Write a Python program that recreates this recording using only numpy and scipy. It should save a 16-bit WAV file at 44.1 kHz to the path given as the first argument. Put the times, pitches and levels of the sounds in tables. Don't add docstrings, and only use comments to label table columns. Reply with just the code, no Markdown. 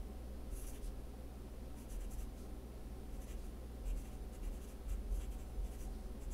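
import sys
import numpy as np
from scipy import signal
from scipy.fft import rfft, irfft
from scipy.io import wavfile
from scipy.ndimage import uniform_filter1d

SR = 44100
rng = np.random.default_rng(int(sys.argv[2]) if len(sys.argv) > 2 else 0)


def decibels_to_gain(level_db):
    exponent = np.asarray(level_db, float) / 20
    return 10 ** exponent


def wav_record(signal):
    frames = np.transpose(np.atleast_2d(signal))
    bounded = np.clip(frames, -1, 1)
    quanta = np.round(bounded * 32767).astype(np.int16)
    wavfile.write(sys.argv[1], SR, quanta)


N = 279153


def pencil():
    # (fastest moment [s], length [s], scratch level [dB],
    # relative shaft level [dB], lean to the tip [dB])
    strokes = [(.53, .05, -66, -10, -2), (0.583, .085, -59.5, -10, -6), (0.638, .04, -62.5, -1, -3),
               (0.683, 0.052, -57, -12, -5), (0.747, 0.063, -63, -2.5, -3),
               (0.85, .066, -66.5, -6, -1), (1.797, 0.067, -63.5, -7, -1),
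               (1.922, 0.065, -60.5, -10, -2), (2.021, 0.053, -63, -4.5, 0),
               (2.126, 0.049, -59.5, -10.5, -3), (2.202, 0.06, -61, -6.5, 0),
               (2.4, 0.096, -70.5, -12, 0), (3.148, .055, -68.5, -5, 1), (3.226, 0.042, -63, -7, -3),
               (3.3, .06, -61.5, 0, -0.5), (3.392, .04, -72, -5, -1), (3.446, 0.063, -71.5, -2, -2),
               (3.88, 0.059, -62.5, -2.5, 0), (3.992, 0.068, -63, -7, 1), (4.06, 0.054, -65, -2, 2),
                    (4.132, 0.054, -69.5, -4, 1), (4.345, 0.046, -65.5, -2, 2), (4.45, 0.059, -65.5, -1, 0),
                    (4.546, 0.072, -67, -4, 1), (4.632, .046, -63.5, -7, -2), (4.696, .06, -66, -5, -3),
                    (4.908, 0.056, -61.5, -2.5, 2.5), (5.153, 0.081, -63.5, -10, -3),
                    (5.22, 0.057, -62.5, -1.5, 3), (5.33, 0.046, -63, -6, 2), (5.403, 0.061, -67, -4, 3),
                    (5.486, .044, -72, -8, 0), (5.66, .054, -67.5, -2, -1), (5.732, 0.062, -64, -3.5, -1),
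                    (5.818, 0.071, -61, -8.5, -1), (6.228, 0.047, -65.5, -6, 3), (6.335, 0.054, -58, -7, 2)]
    # (frequency [Hz], width [Hz], level [dB])
    shaft_modes = [(1100, 600, -2), (1700, 600, -3), (2300, 650, -2), (2900, 800, 0), (3800, 900, -10)]
    # (frequency [Hz], width [Hz], level [dB])
    tip_modes = [(7450, 750, 0), (8150, 800, -3)]
    # (frequency [Hz], width [Hz], level [dB])
    sheet_modes = [(9520, 1230, -6.5), (10620, 1000, -0.5), (11720, 1300, -5)]
    # (frequency [Hz], width [Hz], level [dB])
    lead_modes = [(5910, 550, -2), (6650, 900, -2.5)]
    # (frequency [Hz], width [Hz], level [dB])
    rasp_modes = [(4400, 1500, -3.5), (6600, 4300, -3), (8700, 1800, 4), (10800, 3100, -8),
                  (12600, 1700, 0), (14600, 3400, -2)]

    slips_per_s = 12000
    slip_size = decibels_to_gain(2.0 * np.minimum(rng.exponential(1, N), 5))
    slips = slip_size * (rng.random(N) < slips_per_s / SR) * decibels_to_gain(0.63 * drift(N, 150))

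    power, shaft_db, lean_db = np.zeros((3, N))
    for peak_s, length, db, shaft, lean in strokes:
        stroke = arch(peak_s, length, db, rise_share=0.4, blunt=2.65)
        power += stroke
        shaft_db += shaft * stroke
        lean_db += lean * stroke
    shaft_db /= power
    lean_db /= power

    tip_db = -8 + lean_db
    sheet_db = -5 - 0.7 * lean_db
    lead_db = -8 - 0.27 * lean_db
    scratch = decibels_to_gain(lead_db) * body(slips, lead_modes, 0.0055)
    scratch += decibels_to_gain(-5) * body(slips, rasp_modes, 0.0093)
    scratch += decibels_to_gain(shaft_db) * body(slips, shaft_modes, 0.027)
    scratch += decibels_to_gain(tip_db) * body(slips, tip_modes, 0.0092)
    scratch += decibels_to_gain(sheet_db) * body(slips, sheet_modes, 0.0071)
    return np.sqrt(power) * scratch


def hand():
    # (middle [s], half length [s], level [dB])
    slides = [
        (.86, 0.041, -67.5),
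        (2.41, .04, -70),
        (3.44, 0.069, -72.5),
        (5.99, 0.11, -73),
    ]
    # (frequency [Hz], width [Hz], level [dB])
    skin_modes = [(4460, 3200, 0.5), (6100, 3200, -3), (9000, 2700, -0.5)]
    t = np.arange(N) / SR
    press = sum(decibels_to_gain(db) * np.exp(-((t - middle) / half) ** 4) for middle, half, db in slides)
    return press * body(rng.standard_normal(N), skin_modes, 0.01)


def desk():
    # (strongest moment [s], length [s], level [dB])
    pushes = [(0.005, 0.07, -43.5), (.09, .07, -54), (.53, 0.11, -44), (0.657, 0.11, -47),
              (.86, 0.077, -41.5), (.98, 0.15, -51), (1.54, .3, -56), (1.973, 0.14, -43), (2.066, .07, -47),
              (2.2, .15, -44), (2.536, 0.13, -52), (2.75, .09, -58), (2.87, 0.14, -49.5),
              (3.15, 0.12, -45.5), (3.337, .12, -46), (3.465, 0.082, -48), (3.906, .13, -38),
              (4.2, 0.25, -50), (4.472, 0.11, -40), (4.71, 0.23, -53), (4.922, 0.092, -37.5),
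              (5.03, .07, -47), (5.137, .11, -37), (5.31, 0.13, -44.5), (5.608, 0.093, -39),
              (5.872, 0.15, -44.5), (6.067, 0.15, -48.5), (6.29, 0.11, -43)]
    desk_hz, rest_db = 40.34, -62
    power = decibels_to_gain(2 * (rest_db + 2.2 * drift(N, 11)))
    power += sum(arch(*push, rise_share=0.41, blunt=1.6) for push in pushes)
    turns = np.cumsum(desk_hz + 2.624 * drift(N, 11.77)) / SR
    thump = np.sqrt(2) * np.sin(2 * np.pi * turns)
    jolt = evened(resonate(rng.standard_normal(N), np.full(N, 58.0), 40))
    return np.sqrt(power) * (thump + decibels_to_gain(-12) * jolt)


def room(x):
    decay_s = 0.06
    taps = np.zeros(6000)
    at = np.arange(60, 5980, 20) + rng.integers(0, 20, size=296)
    taps[at] = rng.choice([-1.0, 1.0], size=296) * decibels_to_gain(-60 * at / SR / decay_s)
    return signal.oaconvolve(x, taps / np.linalg.norm(taps))[:N]


def air():
    # (frequency [Hz], density [dB per Hz])
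    air_spectrum = [(5, -0.5), (14, 3), (25, -9), (75, -20.5), (100, -17), (160, -19.5), (230, -13), (450, -20),
                    (900, -30), (1900, -36.5), (3000, -38.5), (5500, -41.5), (7500, -44.5), (9800, -40.5),
            (12000, -43), (16000, -45.5)]
    # (frequency [Hz], width [Hz], height [dB])
    duct = [(195, 17, 6.8), (214.4, 13.4, 6.8), (238.4, 6, 3.1), (275, 24, 4.9), (377, 22, 5.8),
            (410.5, 11, 7), (521, 54, 7.14), (606, 26, 3.8), (668, 10, 6), (753.3, 28.3, 11.3),
            (836, 22, 4.4), (940, 16, 4.7), (1060, 28, 5.9), (1310, 35, 5.5)]
    hz = np.fft.rfftfreq(N, 1 / SR)
    humps_db = sum(db / (1 + (2 * (hz - centre) / width) ** 2) for centre, width, db in duct)
    return decibels_to_gain(-52.5) * coloured(read(air_spectrum, hz) + humps_db)


def hum():
    # (frequency [Hz], rms level [dB])
    mains = [(60, -52), (120, -62.5)]
    t = np.arange(N) / SR
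    total = np.zeros(N)
    for hz, db in mains:
        level = np.sqrt(2) * decibels_to_gain(db + 1.0 * drift(N, 5.4))
        total += level * np.sin(2 * np.pi * (hz * t + rng.random()))
    return total


def specks():
    # (frequency [Hz], density [dB per Hz])
    side_hiss = [(100, -25), (1000, -13), (4000, -6), (10000, -1.5), (16000, 0)]
    side_bursts = [.49, .85, 2.3, 3.85, 4.22, 4.45, 5.45, 5.55, 5.6, 5.8]
    frames, hz = N // 1024 + 3, np.fft.rfftfreq(2048, 1 / SR)
    t = np.arange(frames) * 1024 / SR
    puffs = sum(0.12 * (abs(t - moment) < 0.012) for moment in side_bursts)
    live = rng.random((frames, len(hz))) < 0.012 + puffs[:, None]
    phase = np.exp(2j * np.pi * rng.random(live.shape))
    z = live * phase * decibels_to_gain(read(side_hiss, hz))
    return decibels_to_gain(-80.5) * evened(signal.istft(z.T, nperseg=2048, noverlap=1024)[1][:N])


def arch(peak_s, length, db, rise_share, blunt):
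    dt = np.arange(N) / SR - peak_s
    flank = np.where(dt < 0, -dt / rise_share, dt / (1 - rise_share)) / length
    return decibels_to_gain(2 * np.maximum(db - 6 * flank ** blunt, -150))


def body(drive, modes, wander):
    n = len(drive)
    kicks = drive * rng.choice([-1.0, 1.0], n)
    total = np.zeros(n)
    for k, (hz, width, db) in enumerate(modes):
        swell = decibels_to_gain(db + 1.6 * drift(n, 24))
        ring = resonate(kicks, hz * (1 + wander * drift(n, 5.6)), width)
        total += (-1) ** k * swell * ring
    return evened(total)


def resonate(x, hz, width):
    turn = np.exp(2j * np.pi * np.cumsum(hz) / SR)
    r = np.exp(-np.pi * width / SR)
    smooth = signal.lfilter([(1 - r) ** 2], [1, -2 * r, r * r], x / turn + 1e-18)
    return 2 * (turn * smooth).real


def drift(length, per_s):
    span = max(int(SR / per_s), 1)
    once = uniform_filter1d(rng.standard_normal(length), span)
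    return evened(uniform_filter1d(once, span))


def coloured(gain_db):
    return evened(irfft(rfft(rng.standard_normal(N)) * decibels_to_gain(gain_db), N))


def read(points, hz):
    f, value = np.transpose(points)
    return np.interp(np.log(hz + 1), np.log(f + 1), value)


def evened(x):
    return x / np.sqrt(np.mean(x ** 2) + 1e-20)


def scene():
    writing = pencil() + hand()
    mono = decibels_to_gain(-1.0) * writing + decibels_to_gain(-9.5) * room(writing)
    mono += desk() + hum() + air()
    return np.array([mono, mono])


def top_cut(x):
    return signal.sosfilt(signal.butter(12, 15910, fs=SR, output="sos"), x)


def record(dry):
    edge_hz = 15730
    side = specks()
    both = dry + np.array([side, -side]) - 0.0002
    both = irfft(rfft(both) * (np.fft.rfftfreq(N, 1 / SR) < edge_hz), N)
    return top_cut(both)


dry = scene()
out = record(dry)
wav_record(out)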